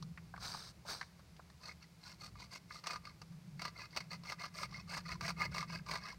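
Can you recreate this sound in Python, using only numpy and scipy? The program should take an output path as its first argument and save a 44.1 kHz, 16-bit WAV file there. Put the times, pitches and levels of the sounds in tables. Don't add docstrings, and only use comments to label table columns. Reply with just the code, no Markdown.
import sys
import numpy as np
from scipy import signal
from scipy.io import wavfile
from scipy.ndimage import uniform_filter1d

SR = 44100
rng = np.random.default_rng(int(sys.argv[2]) if len(sys.argv) > 2 else 0)


def generate_wav(sig):
    pcm = np.round(np.clip(np.atleast_2d(sig).T, -1, 1) * 32767).astype(np.int16)
    wavfile.write(sys.argv[1], SR, pcm)


N = 272538
TIME_S = np.arange(N) / SR

# start in seconds, length in seconds, force in dB, leaf crispness in dB.
STROKE_ROWS = [(1.595, 0.15, -56, 2.5), (1.803, 0.056, -63, -11), (1.998, 0.17, -62, 7),
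               (2.178, 0.13, -60.5, 8), (2.36, 0.12, -60.5, 4), (2.499, 0.093, -56.5, 10),
               (2.677, 0.15, -60.5, 6.5), (2.822, .17, -51, 3), (3.022, 0.11, -58, -15),
               (3.571, 0.15, -53.5, -2), (3.736, .15, -52, -4.5), (3.884, 0.18, -59, -4),
               (4.089, 0.089, -50.5, -1), (4.232, .13, -51, 3.5), (4.369, 0.13, -49.5, 3),
               (4.52, 0.16, -50.5, 8), (4.681, .16, -53, -8), (4.865, 0.16, -47.5, 6.5),
               (5.029, 0.15, -49.5, -2.5), (5.197, 0.14, -45.5, 5.5), (5.359, .13, -40, -3.5),
               (5.496, .17, -48.5, 4), (5.664, 0.15, -49.5, 0), (5.849, 0.16, -46.5, 4.5),
               (5.985, 0.18, -49, -8)]
# frequency in Hz, level in dB, T60 in seconds.
TOOL_MODES = [(674, -16.5, 0.069), (1013, -6, 0.043), (1199, -4.5, 0.061), (1426, -8.5, 0.022),
              (1662, -6, 0.032), (2000, -5, 0.038), (2157, -1, 0.044), (2520, -12.5, 0.08),
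              (4370, -11, 0.042), (4960, -6.5, 0.017)]
# frequency in Hz, relative density in dB per Hz.
SOIL_SPECTRUM = [(120, -20), (220, -4), (300, -10), (430, -4), (600, 0), (800, -1), (1100, 3.5), (1500, 0),
                 (1850, -7.5), (2150, -2), (2700, 0.5), (3100, -14), (3800, -13.5), (6000, -25.5)]
# frequency in Hz, relative density in dB per Hz.
LEAF_SPECTRUM = [(1500, -42.5), (3200, -11), (3900, -4.5), (4550, 2), (5100, -5), (5800, -7), (6500, -15.5),
                 (7400, -23.5), (8700, -20), (11000, -32), (16000, -56.5)]
# frequency in Hz, relative density in dB per Hz.
CRISP_SPECTRUM = [(2000, -16), (4000, 4), (6300, 5), (7400, -3.5), (8700, 1.5), (9900, -13), (11500, -7),
                  (16000, -20.5)]


def strokes(size=12288):
    usual_force_db = -50
    # dB at usual force and zero crispness, dB per dB of force, dB per dB of crispness.
    soil_law, leaf_law, crisp_law = (-55, 0.87, 0.32), (-53.5, 0.44, 0.25), (-64.5, 0.68, 1.04)
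    laws = np.array([soil_law, leaf_law, crisp_law])
    out = np.zeros(N)
    for start_s, length_s, force_db, crispness_db in STROKE_ROWS:
        soil_db, leaf_db, crisp_db = laws @ [1, force_db - usual_force_db, crispness_db]
        grit = crackle(size, count=10, low_hz=400, high_hz=2800, per_s=330,
                       spread_db=4.5, t60_s=0.016, tone=0.5)
        leaves = crackle(size, count=6, low_hz=4100, high_hz=6000, per_s=260,
                         spread_db=5, t60_s=0.016, tone=0.9)
        edges = crackle(size, count=6, low_hz=5340, high_hz=12000, per_s=780,
                        spread_db=2.5, t60_s=0.003, tone=0.5)
        contact = signal.resample(rng.standard_normal((len(TOOL_MODES), 20)), size, axis=1)
        drive = grit * amp(5.5 * contact)
        ring = signal.fftconvolve(drive, tool_modes(), axes=1).sum(0)[:size]
        sound = amp(soil_db) * colour(grit, SOIL_SPECTRUM)
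        sound += amp(force_db) * steadied(ring, size=2600)
        sound += amp(leaf_db) * colour(leaves + grit, LEAF_SPECTRUM)
        sound += amp(crisp_db) * colour(edges, CRISP_SPECTRUM)
        add(out, start_s, push(TIME_S[:size] / length_s) * sound)
    return out * waver(depth_db=1.7, top_hz=60)


def push(share):
    peak_share, power = 0.53, 1.52
    return np.sin(np.pi / 2 * np.interp(share, [0, peak_share, 1], [0, 1, 0])) ** power


def tool_modes(detune=0.019, rise_s=0.00033, size=4096):
    hz, db, t60_s = np.transpose(TOOL_MODES)[:, :, None]
    t = np.arange(size) / SR
    shifted_hz = hz * (1 + detune * rng.uniform(-0.87, 1, hz.shape))
    turns = shifted_hz * t + rng.random(hz.shape)
    return amp(db - 60 * t / t60_s) * np.sin(2 * np.pi * turns) * (1 - np.exp(-t / rise_s))


def catches(reach_octaves=0.58):
    # time in seconds, strength in dB (ring peaks 8.5 dB lower), centre of the ring in Hz,
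    # crack treble in dB relative to the strength (before a fixed 16.5 dB cut).
    hard_catches = [(1.692, -32.5, 2160, -34), (1.713, -36, 2150, -20), (2.355, -40, 1200, -23),
                    (2.707, -31.5, 1420, -26), (2.839, -35, 1190, -9.5), (2.869, -30, 1000, -2),
                    (2.907, -31, 2270, -7), (2.932, -32, 1200, -8), (2.959, -24.5, 1210, -19.5),
                    (3.052, -37.5, 2210, -10), (3.216, -42.5, 1210, -3), (3.321, -54, 1190, -6.5),
                    (3.594, -32, 2230, -13.5), (3.618, -37.5, 993, 1.5), (3.652, -23.5, 1210, -12.5),
                    (3.678, -30, 1300, -13), (3.963, -37, 2240, 2.5), (3.971, -27.5, 2630, -2.5),
                    (4.004, -33, 2190, -8), (4.115, -36, 2000, -5.5), (4.235, -45.5, 1190, -3),
                    (4.298, -27.5, 2000, -13), (4.321, -24.5, 1360, -13.5), (4.631, -25, 1340, -11.5),
                    (4.92, -40, 1270, -8), (4.975, -29.5, 1640, -10), (5.117, -27, 2180, -14),
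                    (5.209, -27, 1260, -11.5), (5.279, -30.5, 1720, -3.5), (5.303, -24, 1230, -13),
                    (5.417, -18.5, 2120, -21), (5.547, -29, 1170, -10), (5.566, -28.5, 1020, -12.5),
                    (5.581, -22.5, 2020, -13.5), (5.608, -29, 2000, -18), (5.627, -24, 1190, -21),
                    (5.863, -39.5, 1140, -10), (5.886, -37.5, 2170, -7.5), (5.912, -28, 1900, -6),
                    (5.936, -29, 1190, -9.5), (5.956, -28, 1170, -11.5)]
    out = np.zeros(N)
    mode_hz = np.transpose(TOOL_MODES)[0]
    for at_s, db, hz, treble_db in [*hard_catches, *snags()]:
        crack = burst(t60_s=0.05, rise_s=0.0003)
        nearness = np.exp(-abs(np.log2(mode_hz / hz)) / reach_octaves)
        ring = nearness @ tool_modes(rise_s=0.00076)
        add(out, at_s, amp(db - 8.5) * ring / abs(ring).max())
        snap = colour(crack, LEAF_SPECTRUM) + amp(-0.5) * colour(crack, SOIL_SPECTRUM)
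        snap += amp(-18) * colour(crack, CRISP_SPECTRUM)
        add(out, at_s, amp(db + treble_db - 16.5) * snap)
    return out


def snags(low_hz=1000, high_hz=2300, treble_db=-9):
    per_stroke, over_force_db, spread_db = 2, 10, 1.5
    rows = []
    for start_s, length_s, force_db, crispness_db in STROKE_ROWS:
        for when, pitch, strength in rng.random((per_stroke, 3)):
            share = 0.15 + 0.7 * when
            db = force_db + over_force_db + 10 * np.log10(push(share))
            db += spread_db * (2 * strength - 1)
            hz = low_hz * (high_hz / low_hz) ** pitch
            rows.append((start_s + share * length_s, db, hz, treble_db + 0.5 * crispness_db))
    return rows


def twigs(rise_s=0.00012):
    # time in seconds, peak of the wood tick in dB, pitch in Hz,
    # treble of the edge in dB relative to that peak (before a fixed 17 dB cut).
    twig_snaps = [(.025, -45, 950, 2.5), (.175, -42, 1780, -16), (.339, -37.5, 1170, -36),
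                  (.361, -44.5, 1570, -12), (.377, -42, 1100, -12), (.544, -36.5, 1010, -13),
                  (.851, -48.5, 694, -16), (1.012, -34, 1420, -7), (1.027, -42, 1540, -8),
                  (1.193, -54, 1010, -6), (1.365, -55, 2180, -3), (1.393, -45.5, 1040, -24),
                  (1.5, -55, 1320, -1)]
    out = np.zeros(N)
    for at_s, db, hz, treble_db in twig_snaps:
        crack = burst(t60_s=0.041, rise_s=rise_s)
        hollow = [(hz / 4, -24), (hz / 1.55, -2), (hz * 1.4, 0), (hz * 2, -28), (hz * 5, -52)]
        wood = colour(crack, hollow)
        edge = amp(db + treble_db - 17.0) * colour(crack, LEAF_SPECTRUM)
        add(out, at_s, amp(db) * wood / abs(wood).max() + edge)
    return out


def footsteps():
    # landing in seconds, length in seconds, crunch in dB, leaf rustle in dB,
    # rustle's fade over the step in dB.
    steps = [(0.384, 0.34, -50, -48.5, -11.5), (0.846, 0.25, -45, -45.5, -30)]
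    # frequency in Hz, relative density in dB per Hz.
    crunch_spectrum = [(150, -10.5), (350, -8), (700, -1.5), (1050, 1.5), (1700, -1), (1900, -10),
                       (2200, -4.5), (3200, -16), (6000, -23)]
    sink_s, rest_s, crunch_fade_ratio = 0.061, 0.023, 1.28
    deep = crackle(2 * SR, count=16, low_hz=600, high_hz=1900, per_s=540,
                   spread_db=2.0, t60_s=0.012, tone=0.34)
    top = crackle(2 * SR, count=16, low_hz=3766, high_hz=8810, per_s=890,
                  spread_db=0, t60_s=0.016, tone=0.92)
    t = TIME_S[:len(deep)]
    weight, rustle = np.zeros(len(t)), np.zeros(len(t))
    for landing_s, length_s, crunch_db, leaf_db, fade_db in steps:
        sink = np.clip((t - landing_s) / sink_s, 0, 1) ** 1.45
        press = sink * np.clip((landing_s + length_s - t) / rest_s, 0, 1)
        settled_db = fade_db * np.clip((t - landing_s - sink_s) / (length_s - sink_s), 0, 1)
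        weight += press * amp(crunch_db + crunch_fade_ratio * settled_db)
        rustle += press * amp(leaf_db + settled_db)
    crunch = weight * colour(deep, crunch_spectrum)
    crisp = amp(-5.0) * colour(top[::-1], CRISP_SPECTRUM)
    leaves = rustle * (colour(top, LEAF_SPECTRUM) + crisp)
    return np.pad(crunch + leaves, (0, N - len(t)))


def trunks(x, t60_s=0.73, wet_db=-29, per_s=1500):
    t = np.arange(SR // 2) / SR
    taps = rng.standard_normal(len(t)) * (rng.random(len(t)) < per_s / SR) * amp(-60 * t / t60_s)
    taps = colour(taps, [(2000, 7.5), (12000, -15)])
    return x + amp(wet_db) * signal.oaconvolve(x, taps / np.linalg.norm(taps))[:N]


def forest(hum_hz=75, hum_db=-68, hum_end_s=2.2, hiss_db=-68.5):
    # frequency in Hz, relative density in dB per Hz.
    hiss_spectrum = [(120, -32.5), (240, -6.5), (380, -10.5), (700, -12), (1200, -14), (1850, -17),
                     (2150, -14), (3200, -20.5), (4600, -15.5), (7000, -23), (16000, -31.5)]
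    rumble_spectrum = [(20, -39), (32, -16), (42, -11), (60, 2.5), (90, -4), (120, 1.5), (150, -6),
                       (195, -4.5), (240, -21), (400, -22), (800, -56), (4000, -73)]
    # time in seconds, level before the waver in dB.
    rumble_curve = [(0, -60), (.32, -57.5), (.7, -64.5), (1.95, -70.5), (2.3, -57), (2.5, -66),
                    (3.2, -63.5), (4.1, -63.5), (4.75, -62.5), (4.92, -56), (5.4, -55), (6.17, -61)]
    drone_curve = [(0, -49), (.08, -47), (.16, -59), (.4, -58.5), (.72, -65.5), (1.8, -64.5), (3.22, -64),
                   (3.32, -54), (3.58, -53), (3.84, -67), (4.16, -52), (4.32, -61.5), (5.36, -49),
                   (5.9, -52.5), (6.17, -64)]
    air, low, wide, narrow, deep = rng.standard_normal((5, N))
    hiss = amp(hiss_db) * colour(air, hiss_spectrum)
    hum = steadied(resonate(deep, hum_hz, width_hz=6.4), size=9000)
    hum *= amp(hum_db) * np.clip((hum_end_s - TIME_S) / 0.38, 0, 1)
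    rumble = steadied(colour(low, rumble_spectrum), size=7000)
    rumble *= amp(np.interp(TIME_S, *np.transpose(rumble_curve))) * waver(depth_db=2.2, top_hz=4)
    drone = colour(wide, [(100, -28.5), (140, -3.0), (180, -2.0), (205, -14.5),
                          (240, -32), (600, -52.5), (4000, -92)])
    drone = steadied(drone + 0.84 * resonate(narrow, hz=166.27, width_hz=12.9), size=4500)
    drone *= amp(np.interp(TIME_S, *np.transpose(drone_curve))) * waver(depth_db=1.13, top_hz=7)
    return hiss + hum + rumble + drone


def crackle(size, count, low_hz, high_hz, per_s, spread_db, t60_s, tone):
    sizes = amp(spread_db * np.minimum(rng.exponential(1, size), 3))
    clicks = (rng.random(size) < per_s / SR) * sizes
    owner = rng.integers(0, count, size)
    t = np.arange(2048) / SR
    grains = np.zeros(size)
    for k, hz in enumerate(low_hz * (high_hz / low_hz) ** rng.random(count)):
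        tick = tone * np.sin(2 * np.pi * hz * t) * amp(-60 * t / t60_s) * (1 - np.exp(-hz * t / 2))
        grain = burst(t60_s, rise_s=0.0002) + tick
        grains += signal.fftconvolve(clicks * (owner == k), grain)[:size]
    return steadied(evened(grains) + 0.48 * rng.standard_normal(size), size=1400)


def burst(t60_s, rise_s, size=2048):
    t = np.arange(size) / SR
    return rng.standard_normal(size) * amp(-60 * t / t60_s) * (1 - np.exp(-t / rise_s))


def waver(depth_db, top_hz):
    hz = top_hz * np.geomspace(0.3, 1, 12)[:, None]
    t = TIME_S[::64]
    drift = evened(np.sin(2 * np.pi * (hz * t + rng.random(hz.shape))).sum(0))
    return amp(depth_db * np.interp(TIME_S, t, drift))


def colour(x, points, size=4096):
    hz, db = np.transpose(points)
    bin_hz = abs(np.fft.fftfreq(size, 1 / SR))
    curve_db = np.interp(np.log(bin_hz + 1), np.log(hz), db)
    response = np.exp(np.conj(signal.hilbert(np.log(amp(curve_db)))))
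    taps = np.fft.ifft(response).real
    return evened(signal.fftconvolve(x, taps[:size // 2])[:len(x)])


def resonate(x, hz, width_hz):
    b, a = signal.iirpeak(hz, hz / width_hz, SR)
    return evened(signal.lfilter(b, a, signal.lfilter(b, a, x)))


def steadied(x, size):
    return x / np.sqrt(uniform_filter1d(x ** 2, size) + 1e-9)


def evened(x):
    return x / np.sqrt(np.mean(x ** 2) + 1e-20)


def amp(db):
    return 10 ** (np.asarray(db) / 20)


def add(mix, start_s, sound):
    part = mix[max(round(start_s * SR), 0):][:len(sound)]
    part += sound[:len(part)]


def scene():
    work = strokes() + catches() + twigs() + footsteps()
    return (trunks(work) + forest())[None]


def record(dry, edge_hz=15900):
    taps = signal.firwin(511, edge_hz, window=("kaiser", 9), fs=SR)
    return signal.oaconvolve(dry, taps[None], "same")


dry = scene()
out = record(dry)
generate_wav(out)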